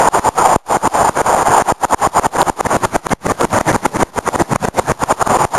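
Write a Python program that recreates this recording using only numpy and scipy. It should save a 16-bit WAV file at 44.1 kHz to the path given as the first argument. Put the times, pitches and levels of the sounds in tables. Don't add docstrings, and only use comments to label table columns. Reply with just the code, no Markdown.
import sys
import numpy as np
from scipy import signal
from scipy.io import wavfile
from scipy.ndimage import uniform_filter1d

SR = 44100
rng = np.random.default_rng(int(sys.argv[2]) if len(sys.argv) > 2 else 0)


def int16_out(signal):
    q = np.round(np.clip(np.atleast_2d(signal).T, -1, 1) * 32767)
    wavfile.write(sys.argv[1], SR, q.astype(np.int16))


N = 246078
CONVERTER_HZ = 8000


def gain_of(db):
    return 10 ** (np.asarray(db) / 20)


def unit_rms(x):
    return x / np.sqrt(np.mean(x ** 2) + 1e-20)


# frequency in Hz, relative spectral density in dB.
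ROAR_SPECTRUM = [(200, -22), (380, -9), (584, -7), (700, -1.5), (900, 0.5), (1220, -7.5), (2000, -21.5),
                 (4000, -39)]


def tyre_roar():
    roar = rushing_noise(ROAR_SPECTRUM, patch_db=1.5, flutter_db=0.94)
    return camera_gain("roar") * roar * swell(depth_share=0.022, rise_s=0.0028)


# frequency in Hz, relative spectral density in dB.
WIND_SPECTRUM = [(18, -21), (40, -21), (120, 2), (220, 2.5), (400, -0.5), (1000, -2.5), (2000, -11),
                 (4000, -34)]


def wind_buffet():
    wind = rushing_noise(WIND_SPECTRUM, patch_db=2.5, flutter_db=1.0)
    return camera_gain("wind") * wind * swell(depth_share=0.17, rise_s=0.0043)


def rushing_noise(spectrum, patch_db, flutter_db):
    frames, bin_hz = N // 256 + 5, np.fft.rfftfreq(1024, 1 / SR)
    real, imag, patches = rng.standard_normal((frames, 513, 3)).T
    patches = uniform_filter1d(patches, size=8, axis=0)
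    patches = unit_rms(uniform_filter1d(patches, size=8, axis=1))
    flutter = unit_rms(uniform_filter1d(rng.standard_normal(frames), size=3))
    hz, db = np.transpose(spectrum)
    colour_db = np.interp(np.log(bin_hz + 1), np.log(hz), db, right=-90)
    spectra = (real + 1j * imag) * gain_of(colour_db[:, None] + patch_db * patches + flutter_db * flutter)
    return unit_rms(signal.istft(spectra, nperseg=1024, noverlap=768)[1][:N])


# time in seconds, roar level in dB, wind level in dB. Levels apply between overloads.
CAMERA_LEVELS = [(0.0, -10, -22), (0.6, -10, -28), (1.2, -11.5, -18.5), (1.5, -10, -24), (2.1, -9.5, -22.5),
                 (2.7, -13, -16), (3.0, -13.5, -9), (3.3, -20.5, -14.5), (3.7, -16, -11.5),
                 (4.3, -15.5, -15.5), (4.8, -18.5, -10), (5.1, -9, -20.5), (5.58, -12, -20)]


def camera_gain(source):
    times_s, roar_db, wind_db = np.transpose(CAMERA_LEVELS)
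    return gain_of(np.interp(np.arange(N) / SR, times_s, {"roar": roar_db, "wind": wind_db}[source]))


# start in seconds, dropout depth in dB, time to recover in seconds.
INPUT_OVERLOADS = [(0.087, 34.5, 0.06), (0.195, 23, 0.061), (0.2898, 25, 0.091), (0.4263, 5, 0.024),
                   (0.475, 5, 0.0078), (0.543, 11, 0.021), (0.562, 44.5, 0.15), (0.7698, 25.5, 0.078),
                   (0.8765, 26, 0.072), (1.032, 8.5, 0.017), (1.095, 22.5, 0.075), (1.2167, 23, 0.047),
                   (1.3497, 11, 0.018), (1.4305, 12, 0.034), (1.4847, 7.5, 0.016), (1.622, 27, 0.066),
                   (1.7221, 36.5, 0.12), (1.852, 28.5, 0.075), (1.9461, 37.5, 0.08), (2.073, 28, 0.091),
                   (2.197, 22.5, 0.051), (2.2668, 31, 0.094), (2.3698, 14.5, 0.016), (2.4297, 25.5, 0.051),
                   (2.4997, 31, 0.11), (2.6101, 29.5, 0.053), (2.669, 19.5, 0.044), (2.7678, 23, 0.072),
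                   (2.8562, 25.5, 0.1), (2.9633, 33.5, 0.12), (3.0686, 33.5, 0.048), (3.1333, 43.5, 0.13),
                   (3.2679, 14.5, 0.024), (3.32, 24, 0.089), (3.4173, 7, 0.016), (3.452, 26.5, 0.084),
                   (3.5879, 14, 0.023), (3.6127, 25.5, 0.067), (3.7177, 12, 0.027), (3.7626, 26.5, 0.096),
                   (3.8635, 26, 0.093), (3.9697, 16.5, 0.036), (4.0316, 32.5, 0.15), (4.189, 27.5, 0.086),
                   (4.2895, 22, 0.061), (4.3605, 20.5, 0.038), (4.4216, 25.5, 0.099), (4.5344, 14.5, 0.024),
                   (4.5615, 35.5, 0.08), (4.6545, 14.5, 0.037), (4.686, 33.5, 0.099), (4.7977, 23.5, 0.092),
                   (4.919, 29, 0.11), (5.0385, 25, 0.068), (5.1254, 26, 0.086), (5.2273, 23, 0.052),
                   (5.2749, 15, 0.024), (5.3708, 19, 0.022), (5.4515, 28.5, 0.1)]


def dropouts(sudden_share=0.73, climb_power=1.23):
    t, db = np.arange(N) / SR, np.zeros(N)
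    for start_s, depth_db, recover_s in INPUT_OVERLOADS:
        sink_s = sink_time(depth_db, recover_s)
        fall = np.interp(t - start_s, [-0.0004, 0.0008, sink_s], [0, sudden_share, 1])
        climb = np.interp(t - start_s, [sink_s, max(recover_s, sink_s + 0.001)], [0, 1]) ** climb_power
        db = np.minimum(db, -depth_db * fall * (1 - climb))
    return gain_of(db)


def sink_time(depth_db, recover_s, climb_db_per_s=526, shortest_s=0.0037):
    return max(recover_s - depth_db / climb_db_per_s, shortest_s)


def swell(depth_share, rise_s):
    t, ramp_db = np.arange(N) / SR, np.zeros(N)
    for start_s, depth_db, _ in INPUT_OVERLOADS:
        rise = np.exp(np.minimum(t - start_s, 0) / rise_s) * (t <= start_s)
        ramp_db = np.maximum(ramp_db, depth_db * rise)
    return gain_of(depth_share * ramp_db)


def overload_kicks(width_s=0.00019, settle_s=0.003):
    kicks, t = np.zeros(N), np.arange(-88, 1800) / SR
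    after_s = np.maximum(t - width_s, 0)
    swing = np.exp(-after_s / settle_s) * (1 - np.exp(-after_s / width_s))
    for start_s, depth_db, recover_s in INPUT_OVERLOADS:
        severity = 0.08 * depth_db * sink_time(depth_db, recover_s)
        peak_width_s = width_s * (1 + 4.1 * severity)
        peak = (0.6 + 0.017 * depth_db) * np.exp(-(t / peak_width_s) ** 2)
        add(kicks, start_s + t[0], peak - 2.53 * severity * swing)
    return kicks


def add(mix, start_s, sound):
    part = mix[round(start_s * SR):][:len(sound)]
    part += sound[:len(part)]


# start in seconds, level of the exciting impulse in dB.
WIND_SNAPS = [(2.8504, -7), (3.5598, -21), (4.79, -4)]


def wind_crackle(ticks_per_s=250, tick_db=-24, ring_hz=3500, decay_s=0.00026):
    fires = rng.random(N) < ticks_per_s / SR
    strengths = rng.standard_normal(N) * gain_of(3.9 * rng.exponential(1, N))
    impulses = gain_of(tick_db) * camera_gain("wind") * unit_rms(fires * strengths)
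    for start_s, impulse_db in WIND_SNAPS:
        add(impulses, start_s, gain_of([impulse_db]))
    t = np.arange(60) / SR
    ring = np.sin(2 * np.pi * ring_hz * t) * np.exp(-t / decay_s)
    return signal.oaconvolve(impulses, ring)[:N]


def converter(x, loudness_db):
    held_index = np.floor(np.arange(N) * CONVERTER_HZ / SR) * SR / CONVERTER_HZ
    step_error = gain_of(-27.5 + 0.64 * loudness_db) * rng.standard_normal(N)
    return np.interp(held_index, np.arange(N), x) + step_error[held_index.astype(int)]


def thin_hiss(loudness_db, base_db=-31.5, knee_db=-34.5, top_hz=11500):
    hiss = signal.lfilter(*signal.iirnotch(CONVERTER_HZ, Q=9.0, fs=SR), rng.standard_normal(N))
    hiss = signal.sosfilt(signal.butter(4, top_hz, fs=SR, output="sos"), hiss)
    below_knee_db = np.minimum(loudness_db - knee_db, 0)
    return gain_of(base_db + 0.22 * loudness_db + below_knee_db) * hiss


def scene():
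    return (tyre_roar() + wind_buffet() + wind_crackle())[None]


def record(dry):
    dc_offset, band_edge_hz = 0.004, 12930
    ducked = dry[0] * dropouts()
    clipped = np.clip(ducked + overload_kicks() + dc_offset, -0.98, 0.98)
    envelope = abs(uniform_filter1d(abs(ducked), size=300))
    loudness_db = 20 * np.log10(envelope + 1e-6)
    converted = converter(clipped, loudness_db) + thin_hiss(loudness_db)
    lowpass = signal.firwin(511, band_edge_hz, window=("kaiser", 9), fs=SR)
    return np.clip(signal.oaconvolve(converted, lowpass, "same"), -1, 1)[None]


dry = scene()
out = record(dry)
int16_out(out)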